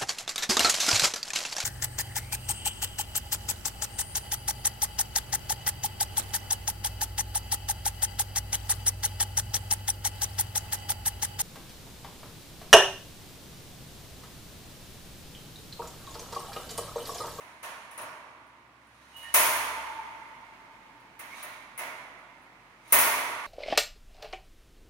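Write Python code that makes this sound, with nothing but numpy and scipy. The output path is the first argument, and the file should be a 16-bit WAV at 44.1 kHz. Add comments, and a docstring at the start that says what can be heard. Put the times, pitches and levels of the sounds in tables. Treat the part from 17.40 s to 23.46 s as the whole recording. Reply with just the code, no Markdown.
"""A wire bird cage in a quiet, faintly humming room, close to a stereo microphone.
The first sliding door scrapes up its guide bars and knocks at the top; every contact rings hundreds of
welded wires. It squeaks down and slams at 1.9 s. Its bars ring on, louder as the microphone passes on
its way to the second door; the hum swells and sinks. That door is lifted from 3.8 s and slams at 5.5 s."""
import sys
import numpy as np
from scipy import signal
from scipy.fft import rfft, irfft, next_fast_len
from scipy.io import wavfile
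from scipy.ndimage import uniform_filter1d

SR = 44100
rng = np.random.default_rng(int(sys.argv[2]) if len(sys.argv) > 2 else 0)


def int16_out(signal):
    """Quantize to a 16-bit WAV file."""
    q = np.round(np.clip(np.atleast_2d(signal).T, -1, 1) * 32767)
    wavfile.write(sys.argv[1], SR, q.astype(np.int16))


N = 267466
T = np.arange(N) / SR
RING_SIZE = 2 ** 17

# door blows: a ring already sounding as the scene opens, then knocks and slams: t/s, strength/dB, weight/dB,
# twang/dB, treble/dB, snap/dB, treble pan L-R/dB
DOOR_BLOWS = [(0.002, -28, 2, 3.5, -30, -67, 1), (0.229, -16, -4.5, -2.5, -30, -40, 5),
              (0.510, -31.5, -15, 8.5, -7, -49, 10), (0.577, -20, 6, -2, -26, -40.5, 18),
              (0.615, -29.5, 8, 3, -8, -37, 3.5), (1.763, -39.5, -20, -10, 9.5, -57, 3),
              (1.827, -34, -19, 2.5, -9, -42, 9), (1.940, 0, -5.5, 1.5, 5, -14.5, 1),
              (3.791, -22, -13, 5.5, -21, -37, 0.5), (4.026, -27, 4.5, 10, -4, -34.5, 3),
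              (4.376, -21, -3.5, 8, -10, -31.5, 6.5), (4.390, -16.5, 1.5, 4.5, -20, -37, 7),
              (5.478, -50, -6, -8, 1, -56, 14), (5.523, -1, -1, 5, 3.5, -8.5, 1),
              (5.586, -5, -17, -5, 2.5, -18, 5.5)]

def door_blows(chatter_per_s=700, weight_hz=700, twang_hz=2130, twang_q=5.5, treble_hz=6000):
    """Each blow is one sharp contact and a dying chatter; a hard slam shakes the loose door for longer."""
    out, t = np.zeros((2, N + SR)), np.arange(SR // 4) / SR
    twang = signal.iirpeak(twang_hz, twang_q, fs=SR)
    for s, db, weight_db, twang_db, treble_db, _, pan_db in DOOR_BLOWS:
        hardness = min(from_db(db), 1)
        chatter_s, chatter_db = .0088 + .086 * hardness, -12 + 7 * hardness
        chatter = (rng.random(len(t)) < chatter_per_s / SR) * rng.standard_normal(len(t))
        chatter *= np.exp(-t / chatter_s)
        force = (t == 0) + from_db(chatter_db) * chatter / (np.linalg.norm(chatter) + 1e-9)
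        force += (from_db(weight_db) - 1) * filtered(force, weight_hz, "low", order=1)
        force += (from_db(twang_db) - 1) * signal.lfilter(*twang, force)
        treble = filtered(force, treble_hz, "high", order=1)
        force = force + (from_db(treble_db) * panned(pan_db) - 1) * treble
        start = round(s * SR)
        out[:, start:start + len(t)] += from_db(db) * force
    return out[:, :N]

# spectrum of the wire modes at the microphone: f/Hz, left level/dB, right level/dB
MESH_SPECTRUM = [(110, -13, -14), (192.6, -21, -22.5), (520, -10, -10), (640, -1, -1.5), (814, -10.5, -6.5),
                 (927, 1.5, 3), (1330, -6, -2.5), (2200, -13, -1), (2720, -12, -7), (5080, -17, -22.5),
                 (6300, -15.5, -14), (7880, -19.5, -21.5), (9690, -9, -20), (12060, -12.5, -13),
                 (13770, -10.5, -5)]
# ring time of the wires: f/Hz, t60/s
WIRE_T60 = [(110, .9), (300, 2.08), (600, 1.22), (1000, 1.85), (2100, 1.3), (3200, 1.36), (5500, 0.97),
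            (10000, 0.76), (15500, 0.48)]

def mesh_ring(gap_hz=3.0, gap_growth=.0011, uneven_db=1.0, spread_s=.009, early_s=.016):
    """The mesh's answer to one tap: dense modes, fed by bending waves that travel slower at low pitch."""
    t, grid = np.arange(RING_SIZE) / SR, np.fft.rfftfreq(RING_SIZE, 1 / SR)
    gap = gap_hz + gap_growth * grid
    mode_number = np.cumsum(grid[1] / gap * rng.uniform(0, 2, len(grid)) ** 2)
    is_mode = np.diff(np.floor(mode_number), prepend=0) > 0
    strength = from_db(at_hz(MESH_SPECTRUM, grid) + uneven_db * rng.standard_normal(len(grid)))
    modes = is_mode * np.sqrt(gap) * strength * stereo_phases(grid)
    edges_hz, out = np.geomspace(92, 16500, 25), 0
    for low, high in zip(edges_hz, edges_hz[1:]):
        hz = np.sqrt(low * high)
        t60 = at_hz(WIRE_T60, hz)[0]
        band = irfft(modes * (grid >= low) * (grid < high))
        early = from_db(-6) * np.exp(-t / early_s)   # the struck panel sounds first
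        lingering = from_db(-22 - hz / 700 - 60 * t / (4.3 * t60))   # long, loosely held wires ring on
        fading = early + from_db(-60 * t / t60) + lingering
        filling = 1 - np.exp(-t / (spread_s * np.sqrt(1000 / hz)))
        out += band * fading * filling / np.sqrt(t60)
    return out / np.sqrt(np.mean(out[:, :SR // 10] ** 2))

# the frame's bending modes, then low and high wires that stand out: f/Hz, relative level/dB
FRAME_MODES = [(270, -60.5), (437, -57)]
LOW_WIRE_MODES = [(360.7, -62), (506.0, -56), (608.3, -50), (769.8, -52), (920.5, -45), (1012, -46),
                  (1265, -48), (1453, -52), (1529, -51), (1642, -53), (1798, -54), (2073, -51), (2557, -55),
                  (2815, -55), (2955, -57), (3252, -61)]
HIGH_WIRE_MODES = [(5448, -59), (6094, -60), (8414, -59), (9049, -58), (9615, -49), (9873, -54),
                   (9975, -55), (10029, -52), (10218, -56), (10524, -56), (11009, -58), (12312, -60),
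                   (13496, -59), (14330, -58), (14923, -60), (15482, -59)]

def wire_ring(pan_share=.86, detune=.0011):
    """Frame and single wires ring; above 1 kHz each swings in two slightly detuned planes, which beat."""
    t, out = np.arange(RING_SIZE) / SR, 0
    for modes, group_db in ((FRAME_MODES, 10), (LOW_WIRE_MODES, 8), (HIGH_WIRE_MODES, 13)):
        for hz, db in modes:
            left_db, right_db = at_hz(MESH_SPECTRUM, hz)
            fading = from_db(db + group_db - 60 * t / at_hz(WIRE_T60, hz)[0])
            beating = np.sqrt(2) * np.cos(np.pi * (detune * hz * t + rng.random((2, 1))))
            swing = np.sin(2 * np.pi * hz * t + np.angle(stereo_phases(np.array([hz]))))
            pan = panned(pan_share * (left_db - right_db))
            out += pan * fading * swing * (beating if hz > 1000 else 1)
    return out

def long_bar_ring(db=-47, hz=2130, half_width_hz=130, t60=3.7, pan_db=-7):
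    """The long free bars keep a faint twang going after each blow."""
    t = np.arange(RING_SIZE) / SR
    return noise_band((2, RING_SIZE), hz, half_width_hz) * from_db(db - 60 * t / t60) * panned(pan_db)

# a contact's bright snap, as each microphone channel colours it: f/Hz, left level/dB, right level/dB
SNAP_SPECTRUM = [(2010, -40, -8.5), (5180, -82, -39.5), (8700, -6.5, -13), (8770, 0.5, 0),
                 (9970, 10, -17.5), (12200, -6, -15), (14400, -17, 8), (16000, -12, 9)]
# light ticks of a held door against its guides: t/s, level/dB
GUIDE_TICKS = [(1.067, -63), (1.47, -65), (3.600, -65), (4.788, -61.5), (5.019, -63)]

def snaps(rise_s=.00027, light_fade_s=.022, slam_fade_s=.027, tick_pan_db=7, size=8192):
    """The bright splash that reaches the microphone straight from the struck wires; a tick is only this."""
    out, t, hz = np.zeros((2, N + size)), np.arange(size) / SR, np.fft.rfftfreq(size, 1 / SR)
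    colour = from_db(at_hz(SNAP_SPECTRUM, hz))
    blows = [(s, snap_db, pan_db, min(from_db(db), 1)) for s, db, *_, snap_db, pan_db in DOOR_BLOWS]
    ticks = [(s, db, tick_pan_db, 0) for s, db in GUIDE_TICKS]
    for s, db, pan_db, hardness in blows + ticks:
        fade_s = light_fade_s + hardness * (slam_fade_s - light_fade_s)
        envelope = np.exp(-t / fade_s) * (1 - np.exp(-t / rise_s))
        buzz = from_db(3 * rms_one(uniform_filter1d(rng.standard_normal(size), 30)))
        splash = rms_one(irfft(rfft(buzz * rng.standard_normal((2, size))) * colour))
        start = round(s * SR)
        out[:, start:start + size] += from_db(db) * panned(pan_db) * splash * envelope
    return out[:, :N]

# a door slides along its guides: top speed t/s, relative level/dB, time to gather speed/s, to stop/s
DOOR_SLIDES = [(.08, -35.5, 0.091, .08), (.56, -36.5, .17, 0.028), (1.929, -27.5, 0.23, .02),
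               (3.97, -23, 0.069, 0.094), (5.52, -17, 0.036, .025)]

def rubbing(slips_per_s=600, gain_db=-20, band_hz=(650, 8500), bar_hz=3900, bar_q=6):
    """Tiny slips of wire on wire, growing with the door's speed and coloured by a guide bar's mode."""
    friction = from_db(-52)   # the handled cage always rubs a little
    for s, db, gather_s, stop_s in DOOR_SLIDES:
        speed = np.exp(-np.maximum((s - T) / gather_s, (T - s) / stop_s))
        friction = np.maximum(friction, from_db(db) * speed)
    slip_db = 4.5 * (np.minimum(rng.exponential(1, N), 4) - .5)   # now and then a bigger slip
    slips = from_db(slip_db) * rng.choice([-1, 1], N) * (rng.random(N) < slips_per_s / SR)
    slips += from_db(1) * signal.lfilter(*signal.iirpeak(bar_hz, bar_q, fs=SR), slips + 1e-18)
    return friction * from_db(gain_db) * filtered(slips, band_hz, "band")

def door_bars(start_s=1.98, approach_s=.62, rise_db_per_s=13.5, db=-43, t60=.89, linger_t60=6.7):
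    """The first door's nearly equal bars ring on near 900 Hz, beating, louder as the microphone passes."""
    pitches_hz = np.linspace(868, 932, 12) + rng.normal(0, 1.7, 12)
    phases = np.angle(stereo_phases(pitches_hz)).T
    bars = sum(np.sin(2 * np.pi * hz * T + phase[:, None]) for hz, phase in zip(pitches_hz, phases))
    bars /= np.sqrt(uniform_filter1d(np.mean(bars ** 2, axis=0), SR // 8))   # slow beats even out
    nearest_s = start_s + approach_s
    before, after = np.maximum(nearest_s - T, 0), np.maximum(T - nearest_s, 0)
    approach = from_db(db - rise_db_per_s * before) * (T > start_s)
    fading = from_db(-60 * after / t60) + from_db(-8.5 - 60 * after / linger_t60)
    return bars * approach * fading * panned(.5)

# the first door squeaks as it falls, right of centre: t/s, hold/s, f/Hz, flat by/Hz, level/dB, pan L-R/dB
DOOR_SQUEAKS = [(1.718, 0.18, 2915, 5.4, -47.5, -8.5), (1.812, 0.047, 1838, 70, -45, -11.5)]

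def squeaks(attack_s=.046, release_s=.05, settle_s=.017, waver_hz=20, flutter_db=2.5):
    """Stick-slip pulls up to one wire mode, locks on and flutters around it."""
    out = 0
    for s, held_s, hz, flat_hz, db, pan_db in DOOR_SQUEAKS:
        t = np.maximum(T - s, 0)
        waver, flutter = rms_one(filtered(rng.standard_normal((2, N)), 110, "low"))
        pitch_hz = hz + waver_hz * waver - flat_hz * np.exp(-t / settle_s)
        gate = np.minimum(t / attack_s, 1) ** 2 * np.exp(-np.maximum(t - held_s, 0) / release_s)
        tone = np.sin(2 * np.pi * np.cumsum(pitch_hz) / SR)
        out += panned(pan_db) * gate * from_db(db + flutter_db * flutter) * tone
    return out

# judders at bending modes of the door frames: t/s, half-length/s, f/Hz, level/dB
DOOR_JUDDERS = [(1.854, .03, 2200, -63), (3.942, .025, 2200, -47.5), (4.02, 0.067, 2200, -58),
                (4.091, 0.044, 4060, -67), (5.461, 0.018, 2180, -63)]

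def judders(half_width_hz=110, pan_db=-10):
    """Wire catching on wire gives a short, hoarse tone to the right of the microphone."""
    out = 0
    for s, half_length_s, hz, db in DOOR_JUDDERS:
        envelope = np.exp(-np.minimum(((T - s) / half_length_s) ** 2, 100))
        out += noise_band(N, hz, half_width_hz) * from_db(db) * envelope
    return out * panned(pan_db)

# spectrum of the room tone behind the cage: f/Hz, left level/dB, right level/dB
ROOM_SPECTRUM = [(24.3, -25, -18.5), (45, -12, -7.5), (117.5, -7.5, -5), (293, -0.5, 1), (450, -7.5, -7.5),
                 (1000, 0.5, -0.5), (1480, -8.5, -1), (2200, -10.5, 0), (3840, -14.5, -18),
                 (8010, -26, -25.5), (14900, -33, -33.5)]
# its slow drift: t/s, level/dB
ROOM_DRIFT = [(0, -57.5), (1.5, -59.5), (2.8, -55), (6.06, -57)]

def room_tone(drone_hz=118, drone_db=-74, low_cut_hz=45):
    """The quiet room all around: soft noise and a wavering drone."""
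    size = next_fast_len(N)
    grid = np.fft.rfftfreq(size, 1 / SR)
    noise = irfft(stereo_phases(grid) * from_db(at_hz(ROOM_SPECTRUM, grid)), size)[:, :N]
    noise = rms_one(filtered(noise, low_cut_hz, "high"))
    return gain_curve(ROOM_DRIFT) * noise + from_db(drone_db) * noise_band(N, drone_hz, 12)

def hum(hz=65.2, sunk_hz=44.5, sinks_at_s=2.9, sink_s=.068, db=-76, swell_at_s=2.25, swell_s=.68):
    """A wavering low hum in the background swells once, then sinks in pitch."""
    sunk = .5 + .5 * np.tanh((T - sinks_at_s) / sink_s)
    pitch_hz = hz + (sunk_hz - hz) * sunk
    waver_db = rms_one(filtered(rng.standard_normal(N), 4, "low"))
    swell_db = 10.5 * np.exp(-((T - swell_at_s) / swell_s) ** 2)
    return from_db(db + swell_db + waver_db) * np.sqrt(2) * np.sin(2 * np.pi * np.cumsum(pitch_hz) / SR)

# the cage's top octave along the microphone's path: t/s, level/dB
TOP_OCTAVE = [(.3, -8.5), (2.0, -7.5), (2.6, -2.5), (6.06, -3.5)]

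def microphone_move(x, top_hz=12000):
    """The top octave comes up as the microphone moves towards the second door."""
    size = next_fast_len(N + 2048)
    share = 1 / (1 + (top_hz / (np.fft.rfftfreq(size, 1 / SR) + 1)) ** 14)
    top = irfft(rfft(x, size) * share, size)[:, :N]
    return x + (gain_curve(TOP_OCTAVE) - 1) * top

# likeness of the microphone's two channels: f/Hz, coherence, left lead/rad
STEREO_LIKENESS = [(64.6, 1, 1), (448, 0.87, -0.5), (736, 0.91, 0.5), (1100, .5, -0.38), (2140, 0.36, 2.5),
                   (2800, 0.042, 8), (14000, .02, 6)]

def stereo_phases(hz):
    """Random phases for left and right, alike in the bass and unrelated in the treble."""
    coherence, lead = at_hz(STEREO_LIKENESS, hz)
    spread = np.sqrt(-2 * np.log(np.clip(coherence, .01, .999)))
    apart = (lead + spread * rng.standard_normal(len(hz))) * np.array([[.5], [-.5]])
    return np.exp(1j * (2 * np.pi * rng.random(len(hz)) + apart))

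def from_db(db):
    """Decibels to gain."""
    return 10 ** (np.asarray(db) / 20)

def rms_one(x):
    """Scale to rms 1."""
    return x / np.sqrt(np.mean(x ** 2) + 1e-20)

def panned(pan_db):
    """Left and right gains for a level difference."""
    return from_db(np.array([[.5], [-.5]]) * pan_db)

def gain_curve(rows):
    """A level curve as a gain at every sample."""
    return from_db(np.interp(T, *np.transpose(rows)))

def at_hz(rows, hz):
    """Columns of a spectrum table at given frequencies."""
    f, *columns = np.transpose(rows)
    return np.array([np.interp(np.log(hz + 1), np.log(f), c) for c in columns])

def filtered(x, hz, kind, order=2):
    """Butterworth filter."""
    return signal.sosfilt(signal.butter(order, hz, kind, fs=SR, output="sos"), x + 1e-18)

def noise_band(shape, hz, half_width_hz):
    """Narrow noise at rms 1."""
    return rms_one(filtered(rng.standard_normal(shape), [hz - half_width_hz, hz + half_width_hz], "band"))

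def scene(mesh_db=-20.5, thin_hz=110):
    """Blows and rubbing drive the same cage, whose thin wires radiate little bass; the room lies behind."""
    response = from_db(mesh_db) * mesh_ring() + wire_ring() + long_bar_ring()
    cage = signal.fftconvolve(door_blows() + rubbing(), response, axes=1)[:, :N] + snaps()
    cage = microphone_move(filtered(cage, thin_hz, "high", order=3))
    return cage + door_bars() + squeaks() + judders() + room_tone() + hum()

def record(dry, cutoff_hz=15800):
    """A steep low-pass cuts the very top."""
    return signal.sosfilt(signal.ellip(12, .1, 80, cutoff_hz, fs=SR, output="sos"), dry)

dry = scene()
out = record(dry)
int16_out(out)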